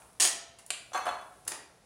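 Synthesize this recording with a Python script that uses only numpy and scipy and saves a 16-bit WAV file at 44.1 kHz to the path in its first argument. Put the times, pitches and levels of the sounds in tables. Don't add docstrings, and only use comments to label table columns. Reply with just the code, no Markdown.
import sys
import numpy as np
from scipy import signal
from scipy.fft import rfft, irfft
from scipy.io import wavfile

SR = 44100
rng = np.random.default_rng(int(sys.argv[2]) if len(sys.argv) > 2 else 0)


def waveform_to_disk(signal):
    frames = np.transpose(np.atleast_2d(signal))
    scaled = np.clip(frames, -1, 1) * 32767
    samples = np.round(scaled).astype(np.int16)
    wavfile.write(sys.argv[1], SR, samples)


N = 81585

# (frequency [Hz], level [dB])
CLUNK_TONE = [(60, -49), (100, -39), (250, -18), (410, -13), (730, 1), (1000, -1), (1350, -3.5), (1650, -8),
              (1900, -12.5), (2600, -18.5), (3400, -26), (5100, -31), (7000, -32.5), (9600, -27.5),
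              (12000, -38.5), (15500, -49)]


def clunks():
    # (time [s], level [dB], decay [s], tilt [dB/octave], extra ring [dB], strongest ring [Hz])
    hits = [(0.9177, -40, 0.0025, -9.5, -2, 2500), (0.932, -31, .012, 3, 11.5, 6100),
            (0.9455, -20, 0.011, 0.5, -1, 4330), (0.956, -25, 0.024, 2, 3.5, 6900),
            (0.974, -24, 0.0095, 2, 3, 6140), (1.007, -39.5, 0.011, 3.5, 17, 3520),
            (1.054, -26, 0.0098, 2.5, -18, 2980), (1.065, -20, 0.0089, 0, -2, 2700),
            (1.077, -22, 0.0044, -3, 0, 2600), (1.087, -25, 0.0053, 1.5, 3.5, 2880),
            (1.106, -30.5, 0.019, 0.5, -2, 3800), (1.138, -37.5, .015, 1.5, 5.5, 4200),
            (1.212, -41, 0.0054, 2.5, -4, 2600)]
    # (frequency [Hz], level [dB])
    body_notes = [(522.2, -54), (726.7, -51), (850.6, -48), (958.2, -51), (1007, -53), (1071, -52),
                  (1130, -50), (1319, -49), (1459, -58), (1631, -55)]
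    # (frequency [Hz], level [dB])
    steel_notes = [(2245, -58), (2622, -60), (3031, -63), (3418, -57), (3828, -64), (4253, -61),
                   (4764, -73), (5776, -68), (6293, -64), (6821, -69), (7413, -69), (8070, -77)]
    blows = [(*hit[:4], 0) for hit in hits]
    return (knocks(hits, CLUNK_TONE, rise_s=0.0013)
            + ringing(blows, body_notes, ring_db=-2.5, fade_s=0.22, tilt_db=2)
            + ringing(hits, steel_notes, ring_db=-9.5, fade_s=0.15, tilt_db=4, focus_db=9))


def chatter():
    # (time [s], level [dB])
    bounces = [(0.1993, -16), (0.2033, -14), (0.2089, -16), (0.217, -15.5), (0.223, -13), (0.228, -16),
               (0.236, -19), (0.243, -17.5), (0.2495, -13.5), (0.256, -18), (0.265, -22), (0.273, -19),
               (0.288, -28.5), (0.325, -33)]
    # (frequency [Hz], level [dB])
    tone = [(59, -75), (100, -41.5), (250, -18.5), (362, -12.5), (560, -16), (700, -6.5), (1000, -9),
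            (1590, -14.5), (1800, -5.5), (2050, -11), (2350, -9.5), (3250, -4), (3700, -8.5), (5000, -2),
            (5500, -5.5), (6800, 1), (7400, -6), (8000, 0.5), (8800, 1), (10400, -3), (11500, -17.5),
            (13500, -16.5), (15500, -22.5)]
    # (frequency [Hz], level [dB])
    plate_notes = [(4630, -49), (4899, -48), (5141, -47), (5992, -46), (6110, -48), (6293, -47),
                   (6735, -47), (6896, -41), (7800, -44), (8064, -49), (8253, -48), (8414, -46),
                   (8909, -41), (9135, -49), (9259, -50), (9900, -47), (10180, -50), (10244, -46)]
    # (frequency [Hz], level [dB])
    long_notes = [(680, -2), (1305, -2), (1825, -1), (3150, -4), (3240, -1), (3920, -5), (4220, -5),
                  (5722, -5), (6620, -3), (6898, 0)]
    decay_s, dulling = 0.0085, 11.5
    first_s = bounces[0][0]
    hits = [(start, db, decay_s, -dulling * (start - first_s), 0) for start, db in bounces]
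    return (knocks(hits, tone)
            + ringing(hits, plate_notes, ring_db=-7, fade_s=0.098, tilt_db=-1.5)
            + ringing(hits, long_notes, ring_db=-21.5, fade_s=0.63, tilt_db=3.5))


def snaps():
    # (time [s], level [dB], decay [s], tilt [dB/octave], extra ring [dB])
    hits = [(0.7042, -19.5, 0.0016, -1.5, 0), (0.708, -26, 0.00078, 0, -7)]
    # (frequency [Hz], level [dB])
    tone = [(100, -47), (370, -15), (520, -14), (810, -5), (1200, -9.5), (1700, -3.5), (2400, 0.5),
            (3400, -9), (4750, -8.5), (5500, -15.5), (6500, -8), (7100, -4), (9540, -2), (10500, -12),
            (11500, -15), (15500, -38)]
    # (frequency [Hz], level [dB])
    notes = [(2379, -57), (2821, -61), (3381, -62), (4247, -65), (7111, -62), (7580, -61), (8226, -63),
             (8484, -65), (9582, -61)]
    return knocks(hits, tone, rise_s=0.00028) + ringing(hits, notes, ring_db=-12, fade_s=0.31)


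def clacks():
    # (time [s], level [dB], decay [s], tilt [dB/octave], extra ring [dB])
    hits = [(0.02, -47.5, 0.0019, -5.5, -12), (0.13, -55.5, 0.0025, 8, -16),
            (0.586, -41, 0.012, -0.5, -14.5), (0.663, -40, .002, 9, -11), (1.450, -48, .004, 4, -16),
            (1.466, -39, 0.021, -7, -12), (1.4755, -27.5, 0.0072, 4.5, -4), (1.479, -22.5, 0.0015, 2, 1),
            (1.488, -39.5, .015, -4, -11), (1.515, -34.5, 0.0046, -3.5, 10.5), (1.519, -28, 0.003, -2.5, 3),
            (1.539, -36, 0.014, -5, -15)]
    # (frequency [Hz], level [dB])
    tone = [(60, -38), (100, -46.5), (264, -11), (500, -10.5), (900, -3.5), (1880, -6.5), (2400, -6),
            (4280, -8.5), (4700, -6), (5500, -7.5), (8300, -5), (9400, 0), (10800, -7), (11800, -15),
            (15500, -25.5)]
    # (frequency [Hz], level [dB])
    notes = [(4818, -57), (5233, -58), (6158, -60), (7133, -61), (8947, -56), (9480, -54), (10643, -60)]
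    return knocks(hits, tone, rise_s=0.00093) + ringing(hits, notes, ring_db=0, fade_s=0.022, tilt_db=-6)


def knocks(hits, tone, rise_s=0.0001):
    out, t = np.zeros(N), np.arange(SR // 3) / SR
    for start, db, decay_s, tilt_db, *_ in hits:
        burst = rng.standard_normal(len(t)) * np.exp(-t / decay_s) * (1 - np.exp(-t / rise_s))
        burst *= np.sqrt(0.01 * SR / np.sum(burst ** 2))
        add(out, start, undb(db) * colour(burst, tone, tilt_db))
    return out


def ringing(hits, notes, ring_db, fade_s, tilt_db=0, focus_db=0):
    out, t = np.zeros(N), np.arange(SR) / SR
    split_hz, rise_s, scatter_db = 9.1, 0.0015, 2.0
    hz, db = np.repeat(np.array(notes, float), 2, axis=0).T
    hz = hz + split_hz * np.tile([-1, 1], len(notes)) * rng.uniform(0, 2.06, len(hz))
    decay = np.log(1000) / fade_s * (hz / np.median(hz)) ** 0.38
    waves = np.exp((2j * np.pi * hz - decay)[:, None] * t) * (1 - np.exp(-t / rise_s))
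    for start, hit_db, _, _, extra_db, *strongest_hz in hits:
        octaves_away = abs(np.log2(hz / strongest_hz[0])) if strongest_hz else 0
        note_db = db + tilt_db * np.log2(hz) - focus_db * octaves_away
        gain = undb(note_db + scatter_db * rng.standard_normal(len(hz)))
        phases = np.exp(2j * np.pi * rng.random(len(hz)))
        weights = gain / np.linalg.norm(gain) * phases
        add(out, start, undb(hit_db + extra_db + ring_db) * (weights @ waves).imag)
    return out


def room_echo(sound):
    # (frequency [Hz], time to fall 60 dB [s])
    fade_times = [(200, 0.63), (800, 0.61), (2000, 0.59), (4500, 0.49), (8000, 0.36), (14000, 0.26)]
    first_echo_s, build_s = 0.0013, 0.0027
    t, hz = np.arange(SR) / SR, np.arange(SR // 2 + 1)
    spectrum, echoes = rfft(rng.standard_normal(SR)), 0
    for band_hz, fade_s in fade_times:
        band = read_curve(hz, [(f, f == band_hz) for f, _ in fade_times])
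        echoes = echoes + irfft(spectrum * band, SR) * np.exp(-np.log(1000) * t / fade_s)
    echoes *= 1 - np.exp(-np.maximum(t - first_echo_s, 0) / build_s)
    return signal.fftconvolve(sound, echoes / np.linalg.norm(echoes))[:N]


def thuds():
    # (time [s], level [dB])
    hits = [(0.255, -73), (1.06, -62), (1.438, -66)]
    # (frequency [Hz], level [dB])
    tone = [(25, -18.5), (60, -9), (105, -5), (200, -30), (800, -50)]
    out, t = np.zeros(N), np.arange(SR // 4) / SR
    peak_s = 0.029
    swell = t / peak_s * np.exp(1 - t / peak_s)
    for start, db in hits:
        add(out, start, undb(db) * swell * colour(rng.standard_normal(len(t)), tone))
    return out


def background():
    # (frequency [Hz], level [dB])
    room_tone = [(25, -14), (55, 5.5), (85, -3), (120, 3), (250, -4), (700, -1), (1300, -12.5),
                 (2500, -14.5), (6000, -16.5), (10000, -25), (12500, -34), (15500, -41)]
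    # (frequency [Hz], level [dB])
    hiss_tone = [(3000, -25), (7500, -8), (10000, 0.5), (11000, -7), (12500, -17), (15500, -19)]
    # (time [s], level [dB])
    hiss_levels = [(0, -60.5), (.15, -67.5), (.55, -76), (.65, -74), (.9, -67), (1.2, -65), (1.42, -67),
                   (1.8, -73.5)]
    t = np.arange(N) / SR
    room, hiss, tail = rng.standard_normal((3, N))
    hiss_db = np.interp(t, *np.array(hiss_levels).T)
    tail_fade = np.exp(-np.log(1000) * t / 0.78)
    return (undb(-63) * colour(room, room_tone)
            + undb(hiss_db) * colour(hiss, hiss_tone)
            + undb(-57.5) * tail_fade * colour(tail, CLUNK_TONE))


def colour(sound, tone, tilt_db=0):
    size = 4096
    hz = np.maximum(np.arange(size // 2 + 1) * SR / size, 20)
    gain = undb(read_curve(hz, tone) + tilt_db * np.log2(np.maximum(hz, 500)))
    gain /= np.sqrt(np.mean(gain ** 2))
    folded = irfft(np.log(gain))
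    folded[1:size // 2] *= 2
    folded[size // 2 + 1:] = 0
    response = irfft(np.exp(rfft(folded)))
    return signal.fftconvolve(sound, response)[:len(sound)]


def read_curve(hz, points):
    point_hz, values = np.array(points, float).T
    return np.interp(np.log(np.maximum(hz, 1)), np.log(point_hz), values)


def undb(db):
    return 10 ** (np.asarray(db) / 20)


def add(out, start_s, sound):
    i = int(start_s * SR)
    out[i:i + len(sound)] += sound[:N - i]


def scene():
    # (sound, level of its echo [dB])
    parts = [(chatter(), -4.5), (snaps(), -4), (clunks(), -4), (clacks(), -2.5)]
    direct = sum(sound for sound, _ in parts)
    echo = room_echo(sum(sound * undb(db) for sound, db in parts))
    distance_db = -9.5
    return (undb(distance_db) * (direct + echo) + thuds() + background())[None]


def record(dry):
    bass_cut = signal.butter(4, 34, "high", fs=SR, output="sos")
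    treble_cut = signal.ellip(10, .2, 80, 15800, fs=SR, output="sos")
    return signal.sosfilt(treble_cut, signal.sosfilt(bass_cut, dry))


dry = scene()
out = record(dry)
waveform_to_disk(out)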